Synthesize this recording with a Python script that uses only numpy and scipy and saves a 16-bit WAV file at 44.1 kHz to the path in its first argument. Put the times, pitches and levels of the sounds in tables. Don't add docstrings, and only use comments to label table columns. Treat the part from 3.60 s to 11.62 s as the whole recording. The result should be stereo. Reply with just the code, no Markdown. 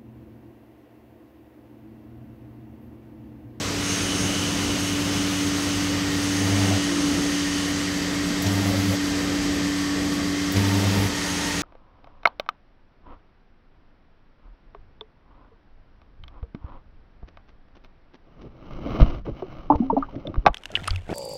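import sys
import numpy as np
from scipy.fft import rfft, irfft, next_fast_len
from scipy.io import wavfile
from scipy.ndimage import map_coordinates

SR = 44100
rng = np.random.default_rng(int(sys.argv[2]) if len(sys.argv) > 2 else 0)


def generate_wav(signal):
    frames = np.transpose(np.atleast_2d(signal))
    scaled = np.clip(frames, -1, 1) * 32767
    pcm = np.round(scaled).astype(np.int16)
    wavfile.write(sys.argv[1], SR, pcm)


N = 353682
TIME = np.arange(N) / SR


def amp(db):
    return 10 ** (np.asarray(db) / 20)


def unit(x):
    return x / np.sqrt(np.mean(x ** 2) + 1e-20)


def along(points, hz):
    freqs, values = np.transpose(points)
    return np.interp(np.log(hz + 1), np.log(freqs + 1), values)


def curves(rows):
    times, *columns = np.transpose(rows)
    return [np.interp(TIME, times, column) for column in columns]


def gate(start, stop, rise, fall):
    return np.clip((TIME - start) / rise, 0, 1) * np.clip(1 - (TIME - stop) / fall, 0, 1)


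def wobble(rate):
    steps = np.linspace(0, N * rate / SR, 2048)
    coarse = map_coordinates(rng.standard_normal(int(N * rate / SR) + 4), [steps])
    return np.interp(TIME * rate, steps, coarse)


def angle(hz):
    return 2 * np.pi * (np.cumsum(hz * np.ones(N)) / SR + rng.random())


def tone(phase):
    return np.sqrt(2) * np.cos(phase)


def filtered(x, response):
    size = next_fast_len(N + SR // 2)
    return irfft(rfft(x, size) * response(np.fft.rfftfreq(size, 1 / SR)), size)[..., :N]


def slope(points):
    return lambda hz: amp(along(points, hz))


def bell(centre, octaves):
    return lambda hz: np.exp(-(np.log2((hz + 1) / centre) / octaves) ** 2)


def resonances(modes):
    return lambda hz: sum((-1) ** k * amp(db) * 1j * hz * width / (centre**2 - hz**2 + 1j * hz * width)
                          for k, (centre, width, db) in enumerate(modes))


# frequency in Hz, likeness (1 same, 0 unrelated).
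EAR_LIKENESS = [(60, .9), (160, .96), (270, .5), (450, .33), (740, -.28), (1220, -.2), (3300, 0),
                (9000, -.17), (12000, -.13)]

def noise(response):
    def shares(hz):
        turn = np.arccos(np.clip(along(EAR_LIKENESS, hz), -1, 1)) / 2
        return response(hz) * np.array([np.cos(turn), np.sin(turn)])
    mid, side = filtered(rng.standard_normal((2, N)), shares)
    return unit(np.array([mid + side, mid - side]))


def walls(x, echo_db=-17, longest_s=.03, count=10):
    delays = rng.uniform(.002, longest_s, (2, count))
    echoes = np.array([sum(np.roll(ear, round(delay * SR)) * wobble(1) for delay in row)
                       for ear, row in zip(x, delays)])
    return unit(x + amp(echo_db) * echoes)


WELD_STOP_S = 3.165
CATCH_S, QUENCH_S = .037, .033
HEAT_DB_PER_S = 7
# start and stop in seconds, then buzz, frying and starting hiss in dB.
TACKS = [(4.822, 5.347, -24.5, -54.5, -48), (6.921, 7.463, -22.3, -51, -39.5)]

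def current(weld_db=-35, weld_hiss_db=-42.5, swell_s=2.59, surge_after_s=.054):
    burning = np.clip(1 - (TIME - WELD_STOP_S) / QUENCH_S, 0, 1)
    swell_db = 12 * np.clip((TIME - swell_s) / .34, 0, 1)
    buzz = burning * amp(weld_db + swell_db)
    hiss = burning * amp(weld_hiss_db + swell_db / 2)
    frying = np.zeros(N)
    for start, stop, buzz_db, frying_db, hiss_db in TACKS:
        burning = gate(start, stop, CATCH_S, QUENCH_S)
        surge_db = 5 * np.exp(-((TIME - start - surge_after_s) / .009) ** 2)
        buzz += burning ** 2 * amp(buzz_db + surge_db)
        frying += burning * amp(frying_db)
        hiss += burning * amp(hiss_db + HEAT_DB_PER_S * np.clip(TIME - start, 0, 1))
    return buzz, frying, hiss


# multiple of the ripple rate, relative level in dB.
BUZZ_TONES = [(1, -1.5), (2, -7), (3, -17.5), (4, -23), (7, -24), (9, -25), (10, -38)]
# frequency in Hz, relative level in dB.
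FLUTTER_SHAPE = [(60, -29), (150, -17), (380, 11), (700, 0), (1100, 1.5), (2500, -1), (6000, -19),
                 (12000, -49)]
HISS_SHAPE = [(500, -16), (1000, 3), (2400, 4), (6000, -4), (9000, -17), (15700, -14)]
FIZZ_SHAPE = [(2000, -22), (5000, -4), (9000, 12), (11200, 17), (12600, 11), (15500, 1)]

def arc(ripple_hz=99.88, wander_rad=.4, flutter_db=-11, gas_db=-49.5):
    strength, frying, hissing = current()
    phase = angle(ripple_hz)
    buzz = np.zeros(N)
    for k, db in BUZZ_TONES:
        level = amp(db + 1.1 * np.sqrt(k) * wobble(30))
        buzz += level * tone(k * phase + wander_rad * (k - 1) * wobble(40))
    crests = unit(np.exp(.73 * np.cos(phase)))
    flutter = amp(flutter_db + 2 * wobble(18)) * noise(slope(FLUTTER_SHAPE))
    hiss = hissing * noise(slope(HISS_SHAPE))
    fizz = amp(1.5 * wobble(24)) * unit(filtered(rng.standard_normal(N), slope(FIZZ_SHAPE)))
    fizz *= crests * frying + amp(gas_db)
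    return strength * (buzz + crests * flutter) + hiss + fizz


# time in seconds, level in dB.
BLADE_LEVELS = [(0.0, -36.5), (0.22, -33), (1.92, -26), (2.03, -28), (3.51, -25), (4.31, -29), (5.78, -26),
                (7.15, -27.5), (7.46, -32.5), (8.02, -31.5)]
# time in seconds, turns per second, gain in dB.
MOTOR_RUN = [(0, 91.5, -2.5), (1.5, 90.67, 0.5), (2.6, 89.3, -0.5), (4, 90.07, 1), (6.5, 91.25, 1),
             (8.02, 88.5, -1)]
# multiple of its speed, level in dB before that gain.
MOTOR_TONES = [(1, -42.5), (2, -36.5)]

def fan_hum(blade_hz=288.5):
    blade_db, = curves(BLADE_LEVELS)
    speed, motor_db = curves(MOTOR_RUN)
    blades = amp(blade_db + .5 * wobble(22)) * tone(angle(blade_hz))
    shaft = angle(speed)
    motor = sum(amp(db + motor_db + .81 * wobble(6.6)) * tone(k * shaft + .063 * wobble(24))
                for k, db in MOTOR_TONES)
    return blades + motor


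# frequency in Hz, relative level in dB.
RUMBLE_SHAPE = [(20, -44), (31, -33), (43, -3.5), (70, -2), (120, -5.5), (170, 0.5), (250, -1), (330, -2.5),
                (480, -4.5), (800, -11), (1600, -42)]
RUSH_SHAPE = [(200, -33), (500, -6), (850, -2), (1200, 2), (1600, -1), (2600, -1), (3500, -2.5), (4800, -4),
              (6400, -5), (7300, -7), (8200, -6.5), (11000, -39.5), (15700, -32)]
# time in seconds, level in dB.
RUSH_LEVELS = [(0, -28.5), (1.4, -29.5), (3.0, -28.5), (4.5, -29.6), (6.1, -29.7), (6.75, -31), (7.3, -29),
               (8.02, -28.5)]
# pitch in Hz, width in Hz, relative level in dB.
VENT_RINGS = [(1875, 112, -8), (2156, 89, -15), (3075, 60, -13.5), (3270, 80, -17.5), (4690, 150, -15),
              (5600, 72, -18.5)]
# start and stop in seconds, pitch in Hz, width in Hz, level in dB.
WHISTLES = [(6.975, 7.928, 906, 33, -37), (7.298, 7.98, 1840, 70, -38)]

def cooling_air(rumble_db=-31, vent_db=-36, aside_db=-8, fade_s=.059):
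    rumble = amp(rumble_db + 1.6 * wobble(6.3)) * noise(slope(RUMBLE_SHAPE))
    rush_db, = curves(RUSH_LEVELS)
    rush = amp(rush_db + .4 * wobble(14)) * walls(noise(slope(RUSH_SHAPE)))
    facing = gate(1.6, N / SR, rise=.86, fall=1)
    vents = amp(vent_db + aside_db * (1 - facing)) * walls(noise(resonances(VENT_RINGS)))
    whistles = sum(amp(db) * gate(start, stop, fade_s, fade_s) * noise(resonances([(hz, width, 0)]))
                   for start, stop, hz, width, db in WHISTLES)
    return rumble + rush + vents + whistles


# pitch in Hz, top level in dB, loudest moment and half length in seconds.
PANEL_TONES = [(383.7, -49, 5, 4), (1121, -45, 6.42, .3), (1568, -52, 6, 3), (1604, -49, 5.1, .7),
               (1765, -51, 5.3, 1.8), (1787, -46.5, 6, .55), (1838, -48, 7.7, .8), (1858, -45.5, 3.5, 1.2),
               (1913, -45.5, 6.45, .35), (2013, -49, 5, 2.4), (2083, -48.5, 5.7, 1.6), (2155, -52, 4.4, 3),
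               (4024, -55, 6, 3)]

def casing(drift_hz=2, waver_db=1.5):
    panels = np.zeros((2, N))
    for hz, db, loudest, half in PANEL_TONES:
        phase = angle(hz + drift_hz * wobble(20)) + np.pi * rng.random((2, 1))
        swell = 1 / np.hypot(1, ((TIME - loudest) / half) ** 2)
        panels += amp(db + waver_db * wobble(15)) * swell * tone(phase)
    return panels


# pitch in Hz, width in Hz, relative level in dB.
STEEL_RINGS = [(5520, 520, -6.5), (6400, 560, 0), (8630, 560, -7.5), (9780, 850, -9)]

def steel_ring(tuning):
    return noise(lambda hz: sum(amp(db) * np.abs(resonances([(tuning * centre, width, 0)])(hz)) ** 2
                                for centre, width, db in STEEL_RINGS))


# frequency in Hz, relative level in dB.
SCRAPE_SHAPE = [(800, -4), (1300, 4), (2200, 4.5), (3400, -.5), (4800, -3.5), (6400, -2), (7600, -5),
                (9000, -6), (11300, -10.5), (13000, -16.5), (15700, -24)]
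# start and length in seconds; base levels of the scrape, high ring and
# low ring in dB; extra force of the first push in dB; pitch multiplier of the high ring.
GRINDING_PASSES = [(0.16, 2.0, -34.5, -36.3, -35, 4.2, .997), (2.5, 1.56, -38, -36.3, -37.5, 1.5, .996),
                   (7.5, 0.5, -32.5, -37.5, -46, 0, 1.018)]

def grinding(bite_s=.78, ease_db_per_s=1.1, lift_s=.43, idle_db=-59, chatter_db=1.4, low_hz=2955):
    scraping, low_level, high_ring = np.zeros(N), np.zeros(N), np.zeros((2, N))
    for start, length, scrape_db, high_db, low_db, bite_db, tuning in GRINDING_PASSES:
        since, stop = TIME - start, start + length
        force_db = bite_db * np.exp(-(since / bite_s) ** 4) - ease_db_per_s * since
        contact = gate(start, stop, rise=.14, fall=lift_s)
        scraping += amp(scrape_db + force_db / 2) * contact
        low_level += amp(low_db + force_db) * np.sqrt(gate(start, stop, rise=.6, fall=lift_s))
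        high_ring += amp(high_db + force_db + chatter_db * wobble(14)) * contact * steel_ring(tuning)
    scraping = np.hypot(scraping, amp(idle_db))
    scrape = scraping * amp(.9 * wobble(18)) * walls(noise(slope(SCRAPE_SHAPE)))
    low_ring = low_level * amp(chatter_db * wobble(14)) * noise(resonances([(low_hz, 190, 0)]))
    return scrape + high_ring + low_ring


def sizzle(melt_start_s=.7, pops_per_s=2200, crackle_db=-52, hiss_db=-46):
    heat = sum(gate(start, stop, CATCH_S, QUENCH_S) * amp(HEAT_DB_PER_S * np.clip(TIME - start, 0, 1))
               for start, stop, *_ in TACKS)
    heat += amp(-2.5) * gate(melt_start_s, WELD_STOP_S, .4, QUENCH_S)
    pops = (rng.random(N) < pops_per_s / SR) * rng.standard_normal(N)
    crackle = amp(crackle_db + 1.4 * wobble(40)) * unit(filtered(pops, bell(12800, octaves=.5)))
    hiss = amp(hiss_db) * noise(bell(3000, octaves=.76))
    return heat * (crackle + hiss)


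# loudest moment in seconds, level in dB, pitch in Hz,
# half length in seconds, width in octaves.
FLARES = [(2.92, -34, 620, .09, .6), (3.09, -28.5, 660, .08, .5), (4.84, -33, 650, .05, .12),
          (5.06, -32.5, 640, .16, .55), (5.14, -31, 548, .032, .15), (5.33, -29.5, 520, .036, .8),
          (7.222, -32.5, 425.7, .035, .4), (7.25, -36, 640, .25, .4)]

def flares():
    return sum(noise(bell(hz, octaves)) * amp(db) * np.exp(-((TIME - loudest) / half) ** 2)
               for loudest, db, hz, half, octaves in FLARES)


def hoot(peak_s=3.3, peak_db=-31.5, top_hz=345, end_hz=266.7, glide_s=.15, fade_db_per_s=22):
    since = TIME - peak_s
    phase = angle(end_hz + (top_hz - end_hz) * np.exp(-(since / glide_s) ** 2))
    swell = gate(peak_s - .057, peak_s + .25, rise=.057, fall=.057)
    level = amp(peak_db - fade_db_per_s * since + 1.6 * wobble(32))
    return swell * level * (tone(phase) + amp(-17) * tone(2 * phase))


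def sparks(snap_db=-29.5, snap_hz=13500, spit_db=-26.5, spit_hz=3950):
    def bursts(delay_s, fade_s):
        return sum((TIME >= start + delay_s) * amp(-60 * np.abs(TIME - start - delay_s) / fade_s)
                   for start, *_ in TACKS)
    bright = unit(filtered(rng.standard_normal(N), bell(snap_hz, octaves=1)))
    snap = amp(snap_db) * bursts(delay_s=0, fade_s=.07) * bright
    spit = amp(spit_db) * bursts(delay_s=.043, fade_s=.087) * noise(bell(spit_hz, octaves=1))
    return snap + spit


def scene():
    welding = arc() + sparks() + sizzle() + flares()
    machine = fan_hum() + casing() + cooling_air()
    return welding + machine + grinding() + hoot()


# frequency in Hz, left level minus right level in dB.
LEFT_LEAN = [(100, -1.5), (300, -1), (700, 3), (1300, 4), (2200, 0.5), (3200, 4.5), (4600, 8.5), (6300, 11),
             (7500, 2.5), (9000, -0.5), (15000, 0.5)]

def record(dry):
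    return filtered(dry, lambda hz: amp(np.outer([.5, -.5], along(LEFT_LEAN, hz))) * (hz < 15750))


dry = scene()
out = record(dry)
generate_wav(out)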